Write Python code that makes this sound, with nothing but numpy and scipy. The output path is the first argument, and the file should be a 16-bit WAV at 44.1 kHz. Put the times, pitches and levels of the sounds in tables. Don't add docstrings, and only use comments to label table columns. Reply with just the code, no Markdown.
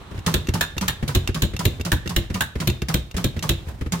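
import sys
import numpy as np
from scipy import signal
from scipy.fft import rfft, irfft
from scipy.io import wavfile
from scipy.ndimage import uniform_filter1d

SR = 44100
rng = np.random.default_rng(int(sys.argv[2]) if len(sys.argv) > 2 else 0)


def wav_record(signal):
    frames = np.transpose(np.atleast_2d(signal))
    bounded = np.clip(frames, -1, 1)
    quanta = np.round(bounded * 32767).astype(np.int16)
    wavfile.write(sys.argv[1], SR, quanta)


N = 176400


def from_db(db):
    return 10 ** (np.asarray(db) / 20)


def impulses(times, db):
    out = np.zeros(N)
    np.add.at(out, np.clip((times * SR).astype(int), 0, N - 1), from_db(db))
    return out


def noise(spectrum, size=N, ripple_db=0):
    hz = np.maximum(np.arange(size // 2 + 1) * SR / size, 1)
    points, db = np.transpose(spectrum)
    coherence = .92 / (1 + (hz / 635) ** 2)
    knots = np.arange(0, SR, 110)
    ripple = ripple_db * np.interp(hz, knots, rng.standard_normal(len(knots)))
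    gain = from_db(np.interp(np.log(hz), np.log(points), db) + ripple) * hz / np.hypot(hz, 20)
    mid, side = rfft(rng.standard_normal((2, size))) * gain
    x = irfft(np.sqrt(1 + coherence) * mid + np.sqrt(1 - coherence) * side * [[1], [-1]], size)
    return x / x.std()


def burst(times, db, spectrum, t60, attack_s):
    fall, rise = from_db(-120 / (t60 * SR)), np.exp(-1 / (attack_s * SR))
    power = signal.lfilter([1 - rise], [1, -fall - rise, fall * rise], impulses(times, 2 * db) + 1e-18)
    return np.sqrt(np.abs(power)) * noise(spectrum)


def clank(times, db, spectrum, t60, attack_s):
    out, t = np.zeros((2, N + SR)), np.arange(SR // 2) / SR
    envelope = np.sqrt(1 - np.exp(-t / attack_s)) * from_db(-60 * t / t60)
    for start, level in zip((times * SR).astype(int), db):
        out[:, start:start + len(t)] += from_db(level) * envelope * noise(spectrum, len(t), ripple_db=4)
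    return out[:, :N]


def strike(times, db, modes, spread_db, detune):
    out, t = np.zeros(N + SR), np.arange(SR // 3) / SR
    for start, level in zip((times * SR).astype(int), db):
        for k, (hz, mode_db, t60) in enumerate(modes):
            envelope = from_db(level + rng.normal(mode_db, spread_db) - 60 * t / t60)
            tone = np.sin(2 * np.pi * hz * rng.normal(1, detune) * t)
            out[start:start + len(t)] += (-1) ** k * envelope * tone
    return out[:N]


def flicker(depth_db, samples):
    wobble = uniform_filter1d(rng.standard_normal(N), samples)
    gain = from_db(depth_db * np.clip(wobble / wobble.std(), -2, 2))
    return gain / np.sqrt(np.mean(gain ** 2))


# (frequency [Hz], level [dB])
RUMBLE = [(25, -13.5), (80, 0), (250, -17), (3000, -35), (16000, -49.5)]
def rumble():
    return from_db(-38) * noise(RUMBLE) * flicker(depth_db=-3.5, samples=2500)


# (frequency [Hz], level [dB])
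SIZZLE = [(300, -9), (1100, 3.5), (2100, -10), (16000, -39)]
SCUFF = [(350, 5), (800, -15.5), (1800, -10.5), (5000, -23.5), (16000, -36.5)]
STEEL_RING = [(600, -40), (1700, -2.5), (2900, 7.5), (4150, 9), (4650, -11), (8000, -5.5), (16000, -36)]
def glove():
    layers = [(-46.5, SIZZLE), (-46.5, SCUFF), (-53, STEEL_RING)]
    return sum(burst(np.zeros(1), db, spectrum, t60=4.1, attack_s=0.005) for db, spectrum in layers)


# (frequency [Hz], level [dB], t60 [s])
PANEL_MODES = [(55.7, 1.5, .13), (85.6, 1.5, 0.18), (127.3, -4.5, 0.2), (204.3, -6, 0.087),
               (347.4, -6.5, 0.11)]
def panel(times, db):
    mid, side = [strike(times, db, PANEL_MODES, spread_db=2, detune=.08) for _ in range(2)]
    return mid + from_db(-15) * side * [[1], [-1]]


# (time [s], level [dB])
TOUCHES = [(0.111, -23), (0.143, -27.5), (0.176, -21), (0.485, -10.5), (0.766, -16.5), (1.026, -12.5),
           (1.287, -11.5), (1.535, -16.5), (1.797, -17), (2.058, -15), (2.3, -14), (2.554, -14.5),
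           (2.818, -13), (3.142, -16), (3.364, -15.5), (3.682, -26), (3.81, -14.5), (3.861, -18)]
def touches():
    times, db = np.transpose(TOUCHES)
    softness = signal.butter(2, 260, fs=SR, output="sos")
    thud = signal.sosfilt(softness, panel(times, db - 6.5) + 1e-18)
    return thud + burst(times, db - 7, SCUFF, t60=0.07, attack_s=0.0028)


# (time [s], level [dB])
TAPS = [(0.191, -24), (0.4711, -15.5), (0.489, -10.5), (0.78, -5), (1.275, -4), (1.5651, -11.5),
        (1.8108, -12), (2.075, -10.5), (2.6998, -9), (2.8194, -11), (3.112, -20), (3.3919, -15.5)]
# (frequency [Hz], level [dB], t60 [s])
CLINK_MODES = [(2730, 0.5, 0.041), (3680, -6.5, 0.048), (6770, -11, 0.032), (11920, -12, 0.046)]
# (frequency [Hz], level [dB])
TICK = [(250, 12), (6000, 12.5), (16000, -8)]
def taps():
    times, db = np.transpose(TAPS)
    clink = np.array([strike(times, db - 15, CLINK_MODES, spread_db=.5, detune=.0095) for _ in range(2)])
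    return burst(times, db - 14.5, TICK, t60=0.03, attack_s=0.00025) + clink


# (time [s], level [dB])
WELDS = [(0.263, -13), (0.5377, -17.5), (0.8104, -18), (1.0778, -19.5), (1.3442, -20), (1.5911, -19),
         (1.85, -19.5), (2.0928, -22), (2.342, -20), (2.601, -20), (2.8842, -18.5), (3.1655, -18.5),
         (3.425, -18.5), (3.921, -17)]
# (frequency [Hz], level [dB])
SPIT = [(500, 3), (3200, 7.5), (6000, 5.5), (16000, -7.5)]
FLUTTER = [(40, -21), (110, 6), (270, -5), (360, -9), (580, -11), (800, -25.5), (2000, -34)]
def welds():
    times, db = np.transpose(WELDS)
    spit_t60, hum_t60 = 0.3, 0.26
    flash = clank(times, db - 2, SPIT, t60=0.073, attack_s=0.0036)
    spit = burst(times, db - 15.5, SPIT, spit_t60, attack_s=0.0012)
    sizzle = clank(times + 0.014, db - 7, SIZZLE, t60=0.13, attack_s=0.00053)
    tone = hum(times, db + 3, hum_t60)
    drone = burst(times, db - 7.5, FLUTTER, hum_t60, attack_s=0.0082)
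    return flash + spit + sizzle + tone + drone + crackle(times, db - 10, spit_t60)


def hum(times, db, t60):
    out, t = np.zeros(N + SR), np.arange(SR // 4) / SR
    nominal_hz = 155.6 + 39 * np.exp(-t / 0.036)
    phase = 2 * np.pi * np.cumsum(nominal_hz) / SR
    envelope = (1 - np.exp(-t / 0.0086)) * from_db(-60 * t / t60)
    for start, level in zip((times * SR).astype(int), db):
        out[start:start + len(t)] += from_db(level) * envelope * np.sin(rng.normal(1, .08) * phase)
    return out[:N]


def crackle(times, db, t60, sparks_per_s=500):
    age = np.cumsum(rng.exponential(1, (len(times), 40)), axis=1) / sparks_per_s
    spark_db = db[:, None] + 10 * (rng.random(age.shape) - .5) - 60 * age / t60
    return burst(times[:, None] + age, spark_db, SPIT, t60=.003, attack_s=.00005)


# (time [s], knock level [dB], boom level [dB], clang level [dB])
BLOWS = [(0.3403, -12, -23, -27.5), (0.609, -11.5, -43, -18.5), (0.8805, -11.5, -36, -22.5),
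         (1.1494, -12.5, -21.5, -29.5), (1.4205, -12.5, -22.5, -31.5), (1.6528, -12.5, -22.5, -34),
         (1.9176, -13.5, -24, -20), (2.1624, -11.5, -24, -32.5), (2.4069, -15, -36.5, -20),
         (2.6735, -13, -23.5, -34), (2.9408, -13, -24, -31), (3.2419, -14, -23.5, -33),
         (3.492, -10.5, -24, -33), (3.684, -57, -47.5, -42.5)]
# (frequency [Hz], level [dB])
CRACK = [(500, -10), (3300, 10.5), (4800, 4), (7000, 5), (10000, -2.5), (16000, 1.5)]
CLANG = [(720, -11), (1060, 2.5), (1300, -6.5), (1700, 5), (2200, -17.5), (16000, -18)]
def knocks():
    times, db, boom_db, clang_db = np.transpose(BLOWS)
    chatter = flicker(depth_db=3, samples=90)
    contact = np.arange(3)[:, None]
    crack = burst(times + 0.0017 * contact, db - 2 + 0.5 * contact, CRACK, t60=0.013, attack_s=0.00022)
    linger = burst(times, db - 26, STEEL_RING, t60=0.28, attack_s=0.012)
    ring = clank(times, db - 7.5, STEEL_RING, t60=0.12, attack_s=0.0028) * chatter
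    ring += rod(times, db - 11)
    clang = clank(times, clang_db + 6, CLANG, t60=0.12, attack_s=0.0031) * chatter
    rebound = panel(times + 0.01274, boom_db + 8)
    pull = -panel(times, boom_db + 4)
    return crack + ring + linger + clang + pull + rebound + rattle(times, boom_db + 10)


# (frequency [Hz], level [dB], t60 [s])
ROD_MODES = [(2900, -19, 0.052), (3613, -10, 0.27), (3820, -10.5, 0.23), (4200, -10, 0.082),
             (6970, -15, 0.2), (11960, -1.5, 0.083)]
def rod(times, db):
    return np.array([strike(times, db, ROD_MODES, spread_db=3.5, detune=.007) for _ in range(2)])


def rattle(times, db, gap_s=.019, loss_db=7.5):
    slap = np.arange(5)
    slap_times = times[:, None] + gap_s * (slap + .5 * rng.random((len(times), len(slap))))
    return burst(slap_times, db[:, None] - loss_db * slap, FLUTTER, t60=0.065, attack_s=0.0025)


# (frequency [Hz], level [dB])
ROOM = [(500, 4), (3600, 5), (16000, -7.5)]
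def reverberation(direct, t60=0.39):
    t = np.arange(SR) / SR
    tail = noise(ROOM)[:, :SR] * from_db(-60 * t / t60) * (1 - np.exp(-t / 0.021))
    tail /= np.sqrt(np.sum(tail ** 2, axis=1, keepdims=True))
    return from_db(-19.5) * signal.fftconvolve(direct, tail, axes=1)[:, :N]


def scene():
    background = rumble()
    direct = glove() + touches() + taps() + welds() + knocks()
    return (background + direct + reverberation(direct)) * from_db([[-1.2], [0]])


def record(dry):
    lowpass = signal.ellip(10, .1, 80, 16100, fs=SR, output="sos")
    return signal.sosfilt(lowpass, np.tanh(dry))


dry = scene()
out = record(dry)
wav_record(out)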